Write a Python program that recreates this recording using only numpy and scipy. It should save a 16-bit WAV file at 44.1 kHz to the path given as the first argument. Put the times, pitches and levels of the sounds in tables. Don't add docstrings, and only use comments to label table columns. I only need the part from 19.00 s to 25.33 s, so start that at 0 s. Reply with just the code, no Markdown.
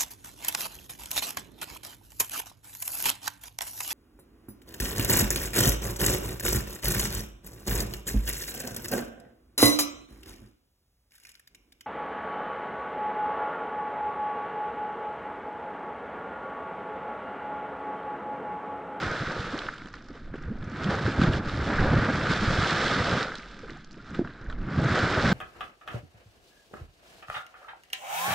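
import sys
import numpy as np
from scipy import signal
from scipy.fft import rfft, irfft
from scipy.io import wavfile

SR = 44100
rng = np.random.default_rng(int(sys.argv[2]) if len(sys.argv) > 2 else 0)


def generate_wav(signal):
    frames = np.transpose(np.atleast_2d(signal))
    scaled = np.clip(frames, -1, 1) * 32767
    pcm = np.round(scaled).astype(np.int16)
    wavfile.write(sys.argv[1], SR, pcm)


N = 279153

# frequency in Hz, relative level in dB per Hz.
HEAVE_SPECTRUM = [(4, 3.5), (12, 15), (26, 8.5), (45, 10), (65, 0.5), (100, -37.5), (800, -120)]
# time in seconds, level in dB.
HEAVE_TOPS = [(.1, -45), (.9, -55), (1.27, -36), (1.45, -33), (1.58, -35), (1.85, -41), (2.13, -45),
              (2.27, -37), (2.48, -31.5), (2.59, -36), (2.82, -26.5), (2.93, -34), (3.35, -43),
              (3.49, -27.5), (3.83, -38), (4.08, -46), (4.68, -46), (5.2, -41), (5.5, -35), (5.59, -30.5),
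              (5.8, -42), (6.26, -39.5)]
HEAVE_REST_DB, HEAVE_RISE_DB_PER_S, HEAVE_FALL_DB_PER_S = -51, 145, 147

# frequency in Hz, relative level in dB per Hz.
SLOSH_SPECTRUM = [(100, -67), (200, -23.5), (300, 0), (500, 3), (700, -0.5), (1000, -5.5), (1300, -17),
                  (4000, -110)]
# frequency in Hz, relative level in dB per Hz.
CHURN_SPECTRUM = [(25, -30), (55, -4.5), (80, -3), (150, 1), (220, 0.5), (330, -3.5), (500, -23),
                  (3000, -110)]
# time in seconds, slosh in dB, churn in dB.
MUD_COURSE = [(0, -37, -35), (.25, -39.5, -44), (.4, -40.5, -40.5), (.55, -41, -43), (.9, -60.5, -51),
              (1.23, -59, -48.5), (1.72, -51.5, -40.5), (1.92, -36.5, -34.5), (2.05, -41, -34),
              (2.27, -36, -29), (2.5, -42.5, -34.5), (2.85, -31.5, -30.5), (3.1, -33.5, -33),
              (3.4, -38, -33.5), (3.6, -33.5, -33), (3.8, -32.5, -34), (4.16, -31, -33), (4.39, -54, -53),
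              (4.72, -59.5, -46.5), (4.88, -66, -51), (5.06, -59, -47), (5.2, -54.5, -34),
              (5.27, -47.5, -41), (5.32, -57.5, -49.5), (5.55, -57, -45), (5.8, -36, -29.5),
              (6.1, -30.5, -31.5), (6.33, -33, -28)]
DEEP_HZ = 120

# start in seconds, level in dB, tick share in dB, tick pitch in Hz.
MUD_SPLATS = [(0.278, -37, -11, 3300), (0.5893, -21.5, 0, 3440), (0.618, -28.5, -23, 3300),
              (0.666, -27, -5, 2700), (0.6868, -19.5, -18, 4000), (0.7373, -33, -24, 3300),
              (.741, -43, 0, 7000), (0.757, -35, -16, 2200), (0.78, -34, -3, 3170), (.819, -35, -16, 3300),
              (0.8583, -32, -5, 3300), (0.871, -34.5, -10, 6000), (0.885, -35, -5, 4500),
              (.929, -47, 0, 5500), (0.9398, -26, -9.5, 4200), (.954, -41, 0, 4800),
              (0.969, -39, -13, 3500), (1.044, -49, 0, 5000), (1.0858, -35.5, -4.5, 4940),
              (1.339, -34, -17, 3300), (1.362, -51, 0, 6500), (1.425, -44, 0, 5170),
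              (1.436, -35.5, -18, 3300), (1.626, -32, -10.5, 3300), (1.644, -43, 0, 5350),
              (1.698, -41, -2, 5500), (1.761, -27, -11, 3300), (1.843, -25, 4, 3320),
              (1.9018, -28, -20, 3300), (2.063, -23, -28, 3300), (2.123, -29, 1, 3300),
              (2.2157, -16.5, -10, 3680), (2.236, -16, -4, 3260), (2.3343, -22.5, -0.5, 3000),
              (2.495, -25.5, 2, 3560), (2.542, -26, -21, 3300), (3.069, -27, -20, 3300),
              (3.269, -17.5, -23, 3300), (3.313, -18.5, -24, 3300), (4.229, -20, 0, 4140),
              (4.319, -25, -30, 3300), (4.341, -32, -29, 3300), (4.3547, -24.5, 0, 3700),
              (4.383, -31, 0, 4430), (4.432, -34, 3, 2100), (4.4772, -43, -1, 2200), (4.486, -43, 0, 4600),
              (4.591, -35, -4, 5000), (4.683, -36, -17, 3300), (4.697, -33.5, 1, 2070),
              (4.705, -30.5, -2, 4100), (4.7321, -42, 0, 3400), (4.773, -48, 0, 6500),
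              (4.8452, -36, 3, 4800), (4.91, -39, 0, 4200), (4.918, -40, 0, 5000), (4.929, -40, 2, 5270),
              (4.957, -48, 0, 5400), (5.105, -40, -4, 6000), (5.147, -30.5, -4, 3500),
              (5.19, -36, -10, 2200), (5.248, -32, -24, 3300), (5.2742, -29, -12, 2590),
              (5.3487, -48, -8, 4000), (5.414, -43, 0, 4300), (5.443, -51, 0, 6500),
              (5.463, -35.5, -19, 3300), (5.4994, -28, -7, 3900), (5.526, -30, -7.5, 2590),
              (5.585, -42, -18, 2500), (5.6266, -46, -9, 2300), (5.7064, -36, -2, 3500),
              (5.8, -36, -1, 4500), (5.817, -39, 0, 7760), (5.836, -36, -7, 7960), (5.845, -31, 0, 5200)]
# frequency in Hz, gain in dB.
DISTANCE_GAIN = [(500, 8.5), (5000, -6), (7500, -3.5), (9000, -14), (11500, -34), (14500, -59)]
# its frequency in Hz, its width in Hz.
HOUSING_HUMP = (1445, 560)
TICK_WIDTH, TICK_LENGTH = 0.44, 0.99
CONTACT = 4.6
SNAP_DB, SNAP_S = -8.5, 0.00077

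# middle in seconds, level in dB, # pitch at the middle in Hz, length in
GULP_ROWS = [(0.068, -28, 92, 1.8, -3), (0.215, -25, 130, 3, 1.1), (0.229, -33, 220, 5.4, 1.5),
             (0.276, -28, 100, 1.3, 1), (0.296, -29.5, 165, 2.6, 0), (0.4, -26, 99, 1.7, 2),
             (0.542, -25.5, 270, 5.5, 0.6), (0.821, -35.5, 320, 1.9, -1), (1.103, -34, 280, 1.6, 1.5),
             (1.116, -36, 255, 2.9, 0), (1.319, -39.5, 110, 7, 3), (1.279, -43, 510, 3, -0.5),
             (1.3425, -26, 350, 1.2, -0.5), (1.356, -33.5, 400, 3.4, -0.8), (1.387, -39.5, 140, 4.5, 0.5),
             (1.412, -41, 225, 4, .4), (1.435, -34, 18, 0.99, 3.5), (1.447, -36, 160, 3.2, 0.75),
             (1.486, -39.5, 470, 8.1, -0.2), (1.489, -29, 95, 6.1, 2.5), (1.508, -28.5, 197, 6, 0.6),
             (1.566, -44, 200, 7, .2), (1.628, -32.5, 136, 4.9, 1.3), (1.77, -40, 155, 5.5, 1),
             (1.676, -31.5, 120, 2.6, 3), (1.859, -22.5, 160, 5.8, 1), (1.891, -17.5, 176, 2.1, 0),
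             (2.059, -21.5, 94, 2.9, 0.9), (2.082, -21, 340, 4.1, -0.8), (2.187, -17.5, 93, 1.7, -1.5),
             (2.22, -10.5, 207, 1.45, -1.1), (2.242, -16, 175, 4, -0.1), (2.279, -18.5, 157, 3.6, 1.8),
             (2.297, -19, 54, 1.23, 4), (2.35, -28, 65, 1.9, -1), (2.608, -25, 73, 2.7, 0),
             (2.677, -20.5, 200, 1.9, -2.5), (2.731, -18.5, 200, 2.4, 1), (2.796, -21.5, 147, 3.1, -0.5),
             (2.809, -16.5, 42, 0.98, 3.8), (2.8426, -15, 120, 1.4, 3), (2.883, -19, 100, 1.2, -1.5),
             (2.912, -18.5, 120, 3.2, 2.2), (2.938, -18, 130, 2.6, 1), (2.985, -18, 66, 0.96, -1.5),
             (2.966, -15, 124, 4.5, 1.9), (3.022, -25, 125, 3.5, 3), (3.093, -21.5, 240, 6.3, 0.5),
             (3.303, -19, 136, 4, 1.5), (3.433, -22.5, 206, 6.6, 0.44), (3.483, -19, 103, 2.1, 0.7),
             (3.508, -19, 150, 1.8, 0.076), (3.589, -14.5, 97, 1.24, 1.2), (3.609, -25, 100, 2.4, -1),
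             (3.632, -17, 120, 1.1, 1), (4.008, -22.5, 85, 1.8, 1.2), (4.133, -24.5, 94, 2.1, 1),
             (4.173, -26.5, 170, 2.2, 0.9), (4.389, -38.5, 224, 3.8, 1), (4.638, -37.5, 480, 7.5, -0.5),
             (4.658, -43, 460, 7.7, -0.5), (4.695, -36, 280, 5.1, 1.5), (4.719, -41, 330, 2.5, 1),
             (4.768, -47, 750, 14, 0.4), (4.972, -42, 310, 5.5, 1.5), (5.002, -43, 1400, 29, 0),
             (5.117, -39, 260, 10, -0.3), (5.15, -35, 220, 4.5, 2), (5.194, -14.5, 320, 1.25, -1.3),
             (5.203, -25, 340, 6.2, 0.18), (5.217, -22, 290, 3.8, 0.5), (5.257, -31, 175, 2.4, -1),
             (5.482, -28.5, 49, 1.5, 2), (5.553, -34.5, 9.2, 1.4, 4), (5.618, -31, 21, 1.6, 3.3),
             (5.62, -34.5, 182, 8.6, -0.2), (5.675, -28.5, 155, 4.9, 2.1), (5.73, -38, 157, 10, .1),
             (5.782, -16.5, 147, 2, 0.11), (5.825, -18, 150, 2.4, -0.5), (5.858, -16.5, 150, 2.9, -0.7),
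             (5.921, -21, 135, 3.6, -1.5), (6.04, -15.5, 170, 1.2, 0.37), (6.258, -18, 233, 3.1, -0.8),
             (6.322, -18.5, 195, 7.1, 0.3)]
RAGGED_DB, RAGGED_HZ = 1.36, 130
PUSH_TURN, PUSH_SPREAD = 0.48, 0.054

# frequency in Hz, relative level in dB per Hz.
SPRAY_SPECTRUM = [(1000, -55.5), (2000, -5.5), (2800, -4), (3550, 0), (5300, -7.5), (6200, -14),
                  (7600, -18), (8800, -30), (10000, -37), (11500, -43), (13000, -55), (14500, -60)]
AIR_HZ = 8550
# frequency in Hz, relative level in dB per Hz.
RUSH_SPECTRUM = [(500, -37.5), (900, -18), (1080, -12), (1200, -4.5), (1550, -3.5), (1800, -9),
                 (2200, -14.5), (3000, -26), (8000, -77)]
# time in seconds, steam rush in dB, spray in dB.
VENT_COURSE = [(0, -32.5, -42.5), (.67, -41.5, -48.5), (.72, -44.5, -52.5), (.9, -57, -64),
               (1.25, -57, -66), (1.325, -57, -72), (1.345, -49.5, -64), (1.6, -55, -67),
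               (1.63, -48.5, -63.5), (1.74, -46, -57), (1.85, -39, -48), (2.3, -35.5, -46),
               (2.375, -37.5, -45.5), (2.41, -43.5, -56.5), (2.465, -39, -50), (2.55, -39.5, -47.5),
               (2.78, -31, -42.5), (3.0, -31, -44.5), (3.15, -32.5, -42.5), (3.39, -31.5, -39.5),
               (3.77, -27.5, -34.5), (4.21, -31.5, -37.5), (4.255, -32, -45.5), (4.285, -42, -47.5),
               (4.48, -51, -57.5), (4.78, -52.5, -60.5), (4.88, -60, -66.5), (5.02, -56, -63),
               (5.3, -50.5, -63), (5.57, -56.5, -70), (5.685, -43, -59), (5.715, -38, -53.5),
               (5.82, -38, -48), (5.88, -30, -40.5), (6.33, -27.5, -36.5)]
# top in seconds, gain in dB.
STEAM_SPURTS = [(.943, 7), (1.15, 7), (1.782, 2), (1.838, 2.5), (1.905, 7.5), (1.985, 2), (2.064, 3.5),
                (2.216, 6.5), (2.328, 3), (2.49, 2.5), (3.309, 4.5), (4.69, 2), (5.066, 7), (5.149, 12),
                (5.5, 6.5), (5.955, 3)]
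SPURT_RISE_S, SPURT_FALL_S = 0.017, 0.079

# frequency in Hz, left minus right in dB.
PORT_LEAN = [(60, -1.47), (1500, -0.4), (2800, -2.5), (4850, -4), (7000, 0), (12000, -1)]
# frequency in Hz, level against the shared sound in dB.
PORT_SCATTER = [(60, -29.5), (500, -26.5), (1500, -20.5), (3000, -18), (5000, -13), (8400, -5.5),
                (12000, -4)]
CUTOFF_HZ = 14800


def from_db(db):
    return 10 ** (np.asarray(db) / 20)


def rms_one(x):
    return x / np.sqrt(np.mean(x ** 2) + 1e-20)


def response(spectrum):
    size = 16384
    hz, db = np.transpose(spectrum)
    grid = np.maximum(np.fft.rfftfreq(size, 1 / SR), 1)
    log_gain = np.interp(np.log(grid), np.log(hz), db) * np.log(10) / 20
    cepstrum = irfft(log_gain)
    cepstrum[1:size // 2] *= 2
    cepstrum[size // 2 + 1:] = 0
    return irfft(np.exp(rfft(cepstrum)))


def colour(x, spectrum):
    return signal.fftconvolve(x, response(spectrum))[:N]


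def split(x, hz):
    parts = []
    for kind in ("low", "high"):
        sos = signal.butter(2, hz, kind, fs=SR, output="sos")
        parts.append(signal.sosfilt(np.vstack([sos, sos]), x))
    return parts


def resonate(x, hz, width_hz):
    r = np.exp(-np.pi * width_hz / SR)
    poles = [1, -2 * r * np.cos(2 * np.pi * hz / SR), r * r]
    for _ in range(2):
        x = signal.lfilter([1, 0, -1], poles, x)
    return x / np.abs(x).max()


def drift(rate_hz):
    r = np.exp(-40 * np.pi * rate_hz / SR)
    noise = rng.standard_normal(N // 20 + 2002)
    slow = signal.lfilter([1], [1, -2 * r, r * r], noise)[2000:]
    return np.interp(np.arange(N) / 20, np.arange(len(slow)), rms_one(slow))


def grains(per_s, spread_db):
    size_db = spread_db * np.minimum(rng.exponential(1, N), 4)
    sizes = from_db(size_db) * rng.choice([-1, 1], N)
    return rms_one(sizes * (rng.random(N) < per_s / SR))


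def add(out, at, piece):
    piece = piece[max(-at, 0):N - at]
    start = max(at, 0)
    out[start:start + len(piece)] += piece


def in_time(rows):
    s, *columns = np.transpose(rows)
    return [np.interp(np.arange(N) / SR, s, column) for column in columns]


def heave():
    t = np.arange(0, N, 100) / SR
    swells = []
    for s, db in HEAVE_TOPS:
        slope = np.where(t < s, HEAVE_RISE_DB_PER_S, HEAVE_FALL_DB_PER_S)
        swells.append(db - slope * np.abs(t - s))
    strongest_db = np.maximum(np.max(swells, axis=0), HEAVE_REST_DB)
    level_db = np.interp(np.arange(N) / SR, t, strongest_db)
    return from_db(level_db) * rms_one(colour(rng.standard_normal(N), HEAVE_SPECTRUM))


def slosh(level_db, puffs):
    lumpy = rng.standard_normal(N) + from_db(-23.0) * grains(400, 3.7)
    wash = rms_one(colour(lumpy, SLOSH_SPECTRUM))
    return from_db(level_db + 1.04 * puffs + 2.0 * drift(20)) * wash


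def gulp(hz, ms, rise, turn):
    length = ms * SR / 1000
    half = round(1.5 * ms * SR / 1000)
    u = np.arange(-half, half) / length
    phase = 2 * np.pi * np.cumsum(hz * 2 ** (rise * np.clip(u, -.8, .8))) / SR
    phase += turn - phase[len(u) // 2]
    steepness = np.where(u < 0, 1.5, .9)
    swell = np.exp(-np.log(16) * (u * steepness) ** 2) * np.hanning(len(u))
    overtone = 0.27 / (1 + (hz / 300) ** 2)
    return swell * (np.sin(phase) + overtone * np.sin(2 * phase))


def churn(level_db, puffs, count=600):
    out = np.zeros(N)
    for when, pitch, length, rise, size, turn in rng.random((count, 6)):
        hz = 65 * 2 ** (2.4 * pitch)
        ms = (0.869 + 0.927 * length) * 1000 / hz
        bubble = gulp(hz, ms, 0.96 * rise, 2 * np.pi * turn)
        add(out, int(when * N), from_db(9.1 * size) * bubble)
    roar = rms_one(colour(rng.standard_normal(N), CHURN_SPECTRUM))
    bubbles = rms_one(colour(out, CHURN_SPECTRUM))
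    deep, shallow = split(rms_one(bubbles + from_db(2.5) * roar), DEEP_HZ)
    boil = shallow + deep * from_db(0.57 * (level_db + 37.5))
    return from_db(level_db + 1.4 * puffs) * boil


def splat(t60_ms, tick_db, tick_hz, noise):
    t = np.arange(len(noise)) / SR
    start = noise * np.minimum(t / .0004, 1)
    start[1] = CONTACT * np.sign(noise[1])
    dying_db = -60000 * t / t60_ms
    share = min(from_db(tick_db), .95)
    slap = resonate(start * from_db(dying_db), *HOUSING_HUMP)
    snap = from_db(SNAP_DB) * noise * np.exp(-t / SNAP_S)
    tick = resonate(start * from_db(dying_db / TICK_LENGTH), tick_hz, TICK_WIDTH * tick_hz)
    return (1 - share) * slap + share * (snap + tick)


def splats(level_db, count=1100):
    out = np.zeros(N)
    noises = rng.standard_normal((len(MUD_SPLATS), 1200))
    for (s, peak_db, tick_db, tick_hz), noise in zip(MUD_SPLATS, noises):
        add(out, round(s * SR), from_db(peak_db) * splat(17.0, tick_db, tick_hz, noise))
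    chances = rng.random((count, 4))
    noises = rng.standard_normal((count, 500))
    for (when, size, pitch, share), noise in zip(chances, noises):
        at = int(when * N)
        drop = splat(6.8, -14 * share, 1800 * 2 ** (1.6 * pitch), noise)
        drop_db = 0.67 * level_db[at] - 10.5 + 13.3 * size ** 2
        add(out, at, from_db(drop_db) * drop)
    return colour(out, DISTANCE_GAIN)


def gulps():
    out = np.zeros(N)
    turns = 2 * np.pi * rng.normal(PUSH_TURN, PUSH_SPREAD, len(GULP_ROWS))
    for (s, peak_db, hz, cycles, rise), turn in zip(GULP_ROWS, turns):
        piece = gulp(hz, 1000 * cycles / hz, rise, turn)
        add(out, round(s * SR) - len(piece) // 2, from_db(peak_db) * piece)
    return out * from_db(RAGGED_DB * drift(RAGGED_HZ))


def spurts():
    t = np.arange(N) / SR
    return sum(np.interp(t, [s - SPURT_RISE_S, s, s + SPURT_FALL_S], [0, db, 0]) for s, db in STEAM_SPURTS)


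def spray(level_db, puffs):
    droplets = rng.standard_normal(N) + from_db(-5.0) * grains(1000, 5.6)
    low, air = split(rms_one(colour(droplets, SPRAY_SPECTRUM)), AIR_HZ)
    hiss = low + air * from_db(0.054 * (level_db + 21.0) + 1.0 * drift(22))
    sputter_db = 0.97 * drift(23) + 0.57 * drift(150)
    return from_db(level_db + 0.23 * puffs + sputter_db) * hiss


def rush(level_db, puffs):
    coarse = rng.standard_normal(N) + from_db(-5.5) * grains(1200, 3.9)
    steam = rms_one(colour(coarse, RUSH_SPECTRUM))
    return from_db(level_db + 0.44 * puffs + 1.1 * drift(31)) * steam


def ports(x):
    t = np.arange(round(.2 * SR)) / SR
    scatter = rng.standard_normal(len(t)) * from_db(-60 * t / .16)
    scattered = signal.fftconvolve(x, scatter / np.linalg.norm(scatter))[:N]
    side = colour(scattered, PORT_SCATTER)
    left = colour(x + side, [(hz, db / 2) for hz, db in PORT_LEAN])
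    right = colour(x - side, [(hz, -db / 2) for hz, db in PORT_LEAN])
    return np.array([left, right])


def scene():
    rush_db, spray_db = in_time(VENT_COURSE) + spurts()
    slosh_db, churn_db = in_time(MUD_COURSE)
    puffs = drift(21.0)
    mud = heave() + slosh(slosh_db + 0.93 * spurts(), puffs) + churn(churn_db, puffs) + gulps()
    vent = rush(rush_db, puffs) + spray(spray_db, puffs)
    return ports(mud + vent + splats(spray_db))


def record(dry):
    return signal.sosfilt(signal.cheby2(12, 70, CUTOFF_HZ, fs=SR, output="sos"), dry)


dry = scene()
out = record(dry)
generate_wav(out)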